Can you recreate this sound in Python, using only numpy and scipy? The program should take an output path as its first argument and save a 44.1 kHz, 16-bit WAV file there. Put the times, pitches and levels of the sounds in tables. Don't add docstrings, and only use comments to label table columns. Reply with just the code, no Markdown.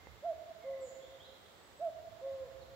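import sys
import numpy as np
from scipy import signal
from scipy.fft import rfft, irfft, next_fast_len
from scipy.io import wavfile
from scipy.ndimage import map_coordinates

SR = 44100
rng = np.random.default_rng(int(sys.argv[2]) if len(sys.argv) > 2 else 0)


def materialize(psi):
    bounded = np.clip(np.atleast_2d(psi).T, -1, 1)
    quanta = np.round(bounded * 32767).astype(np.int16)
    wavfile.write(sys.argv[1], SR, quanta)


N = 121275
TIME = np.arange(N) / SR

# [start t/s, level/dB, delay of the coo t/s, length of the coo over its usual length]
CUCKOO_CALLS = [(.222, -0.5, .417, .98), (1.789, -0.5, .421, 1.03)]
# [time from note start t/s, pitch f/Hz, level/dB]
CUCK_SHAPE = [(0, 525, -58), (.012, 572, -46), (.027, 660, -36), (.042, 698, -33), (.062, 682, -32.8),
              (.085, 655, -31.8), (.1, 620, -36.5), (.115, 585, -49)]
COO_SHAPE = [(0, 495, -54), (.018, 535, -42), (.048, 543, -35.5), (.1, 540, -37), (.15, 537, -39.5),
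             (.19, 533, -38), (.215, 518, -44), (.26, 482, -52)]
# [delay t/s, level/dB, left-right balance level/dB]
TREE_ECHOES = [(.0456, -14, -7), (.07, -17, 1.5), (.0907, -16, -16), (.1289, -29, -9), (.2063, -18, 3),
               (.2433, -18.5, -8), (.3428, -25, -9.5), (.445, -21, -8)]
# [start t/s, length t/s, first pitch f/Hz, last pitch f/Hz, bend (no unit),
# level/dB, wood's answer level/dB, left-right balance level/dB]
BIRD_WHISTLES = [(-.04, 0.146, 2137, 2073, 2.2, -69.5, 4.5, -11.5),
                 (0.599, 0.15, 2260, 1977, 2.05, -67, 6, -7),
                 (0.799, 0.084, 8250, 6720, 2.8, -69.5, 10.5, -4),
                 (0.979, 0.091, 3100, 3770, 0.25, -77, 15.5, -3),
                 (1.189, .085, 2950, 4170, 0.492, -63, 4.5, -4),
                 (1.331, .22, 8770, 8000, 1.3, -84.5, 5, -8), (1.5, 0.35, 8100, 7940, 2.36, -78.5, 1, 2.5),
                 (2.61, 0.031, 4550, 3620, .1, -64.5, -3, -8)]
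# [f/Hz, time to fall by 60 dB t/s]
WOOD_DECAY = [(550, 1.68), (700, 2.9), (2000, 2.6), (4000, 1.2), (8000, 0.81)]
# [f/Hz, level/dB, time to fall by 60 dB t/s]
TICK_TONES = [(520, -6.5, 0.029), (865, 2.5, 0.008), (1860, -5, 0.009)]
# [f/Hz, relative level/dB]
AIR_COLOUR = [(100, -11), (160, -4.5), (260, -3.5), (420, 1), (800, -2), (1200, -3.5), (1600, -6),
              (2000, -6.5), (2500, -11.5), (3600, -8.5), (5000, -15), (6300, -18), (7700, -16), (8300, -39),
              (11000, -36)]
RUMBLE_COLOUR = [(22, -45), (33, -31), (50, -10), (68, 1), (95, -3.5), (130, -8.5), (200, -19.5),
                 (400, -49)]
HISS_LEFT_COLOUR = [(6000, -27), (12500, -53), (13800, 10), (15500, 18), (17000, -45)]
HISS_RIGHT_COLOUR = [(6000, -29), (8500, -4.5), (11000, -1), (13000, -0.5), (15500, 2.5), (17000, -11)]
# [f/Hz, likeness (1 = the same, 0 = unrelated)]
AIR_LIKENESS = [(150, 0.84), (400, 0.54), (1000, 0.05), (2000, 0.011)]
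# [t/s, level/dB]
RUMBLE_COURSE = [(0.0, -67), (0.07, -66), (0.11, -61), (0.14, -63.5), (0.3, -74), (0.35, -66.5),
                 (0.47, -71), (1.82, -72), (1.99, -66.5), (2.01, -69), (2.07, -67), (2.75, -64.5)]

CUCK_OCTAVE_DB, COO_OCTAVE_DB = -36.5, -27.5
CUCK_PAN_DB, COO_PAN_DB = -4.5, -2
SCATTER_DB, SCATTER_PAN_DB = -7.5, -5
CUCKOO_BUILD_S, WHISTLE_BUILD_S = 0.045, 0.0073
WHISTLE_EDGE = 0.15
WHISTLE_WAVER = 0.00312
FLICKER_DB = 3
TICK_S, TICK_DB = 0.0712, -43
AIR_DB, HISS_LEFT_DB, HISS_RIGHT_DB = -60.5, -82, -73.5
LOW_CUT_HZ, TOP_HZ = 36, 15800


def amp(db):
    return 10 ** (np.asarray(db) / 20)


def unit(x):
    return x / np.sqrt(np.mean(x ** 2) + 1e-20)


def along(points, hz):
    point_hz, values = np.transpose(points)
    return np.interp(np.log(hz + 1), np.log(point_hz + 1), values)


def wobble(rate):
    knots = rng.standard_normal(int(N * rate / SR) + 4)
    return map_coordinates(knots, [TIME * rate])


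def filtered(x, response):
    size = next_fast_len(N + SR // 2)
    hz = np.fft.rfftfreq(size, 1 / SR)
    return irfft(rfft(x, size) * response(hz), size)[..., :N]


def pan(balance_db):
    gains = amp([[balance_db / 2], [-balance_db / 2]])
    return gains / gains.mean()


def mix_angle(alike):
    return np.arccos(np.clip(alike, -1, 1)) / 2


def note(shape, start, stretch, octave_db):
    s, hz, db = np.transpose(shape)
    s = start + stretch * s
    pitch = np.interp(TIME, s, hz) * (1 + 0.0024 * wobble(80))
    phase = 2 * np.pi * np.cumsum(pitch) / SR
    gate = np.clip(np.minimum(TIME - s[0], s[-1] - TIME) / 0.0022, 0, 1)
    tone = np.sin(phase) + amp(octave_db) * np.sin(2 * phase)
    return gate * amp(np.interp(TIME, s, db)) * tone


def wood(x, alike, build_s):
    mid, side = rng.standard_normal((2, 2 * SR))
    angle = mix_angle(alike)
    stereo = np.cos(angle) * mid + np.sin(angle) * np.array([side, -side])
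    hz, t, spectrum = signal.stft(stereo, SR, nperseg=256)
    decay = amp(-60 * t / along(WOOD_DECAY, hz)[:, None])
    shape = decay * (1 - np.exp(-(t / build_s) ** 2))
    shape /= np.sqrt(np.sum(shape ** 2, axis=1, keepdims=True) * t[1] * SR)
    tail = signal.istft(spectrum * shape, SR, nperseg=256)[1]
    return signal.fftconvolve(x[None], tail, axes=1)[:, :N]


def cuckoo():
    cuck, coo = np.zeros((2, N))
    for start, db, delay, stretch in CUCKOO_CALLS:
        cuck += amp(db) * note(CUCK_SHAPE, start, 0.99, CUCK_OCTAVE_DB)
        coo += amp(db) * note(COO_SHAPE, start + delay, stretch, COO_OCTAVE_DB)
    voice = cuck + coo
    direct = pan(CUCK_PAN_DB) * cuck + pan(COO_PAN_DB) * coo
    echoes = np.zeros((2, N))
    for delay, db, pan_db in TREE_ECHOES:
        echoes += amp(db) * pan(pan_db) * np.interp(TIME - delay, TIME, voice)
    scatter = amp(SCATTER_DB) * pan(SCATTER_PAN_DB) * wood(voice, alike=0.47, build_s=CUCKOO_BUILD_S)
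    return direct + echoes + scatter


def small_birds():
    out = np.zeros((2, N))
    for start, length, first_hz, last_hz, bend, db, wet_db, pan_db in BIRD_WHISTLES:
        progress = np.clip((TIME - start) / length, 0, 1)
        slide = np.expm1(-bend * progress) / np.expm1(-bend)
        hz = first_hz + (last_hz - first_hz) * slide
        edge = np.clip(np.minimum(progress, 1 - progress) / WHISTLE_EDGE, 0, 1)
        swell = np.sin(np.pi / 2 * edge)
        level = amp(db + FLICKER_DB * wobble(120))
        phase = 2 * np.pi * np.cumsum(hz * (1 + WHISTLE_WAVER * wobble(90))) / SR
        voice = level * swell * np.sin(phase)
        answer = amp(wet_db) * wood(voice, alike=0.022, build_s=WHISTLE_BUILD_S)
        out += pan(pan_db) * (voice + answer)
    return out


def tick():
    t = np.maximum(TIME - TICK_S, 0)
    tones = np.zeros(N)
    for hz, db, t60 in TICK_TONES:
        tones += amp(TICK_DB + db - 60 * t / t60) * np.sin(2 * np.pi * hz * t)
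    return pan(-4.5) * tones


def noise(colour, alike):
    def response(hz):
        angle = mix_angle(along(alike, hz))
        return amp(along(colour, hz)) * [np.cos(angle), np.sin(angle)]

    mid, side = filtered(rng.standard_normal((2, N)), response)
    return unit(np.array([mid + side, mid - side]))


def forest_air():
    level = amp(AIR_DB + 0.15 * wobble(4.08))
    return level * noise(AIR_COLOUR, AIR_LIKENESS) * pan(-2.5)


def low_rumble():
    level_db = np.interp(TIME, *np.transpose(RUMBLE_COURSE)) + 0.86 * wobble(11.7)
    return amp(level_db + 0.47) * noise(RUMBLE_COLOUR, [(60, 0.26)]) * pan(-17.5)


def high_hiss():
    sides = []
    for db, colour in ((HISS_LEFT_DB, HISS_LEFT_COLOUR), (HISS_RIGHT_DB, HISS_RIGHT_COLOUR)):
        hiss = filtered(rng.standard_normal(N), lambda hz: amp(along(colour, hz)))
        sides.append(amp(db) * unit(hiss))
    return np.array(sides)


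def scene():
    return cuckoo() + small_birds() + tick() + forest_air() + low_rumble() + high_hiss()


def record(dry):
    return filtered(dry, lambda hz: (1 - np.exp(-(hz / LOW_CUT_HZ) ** 6)) * (hz < TOP_HZ))


dry = scene()
out = record(dry)
materialize(out)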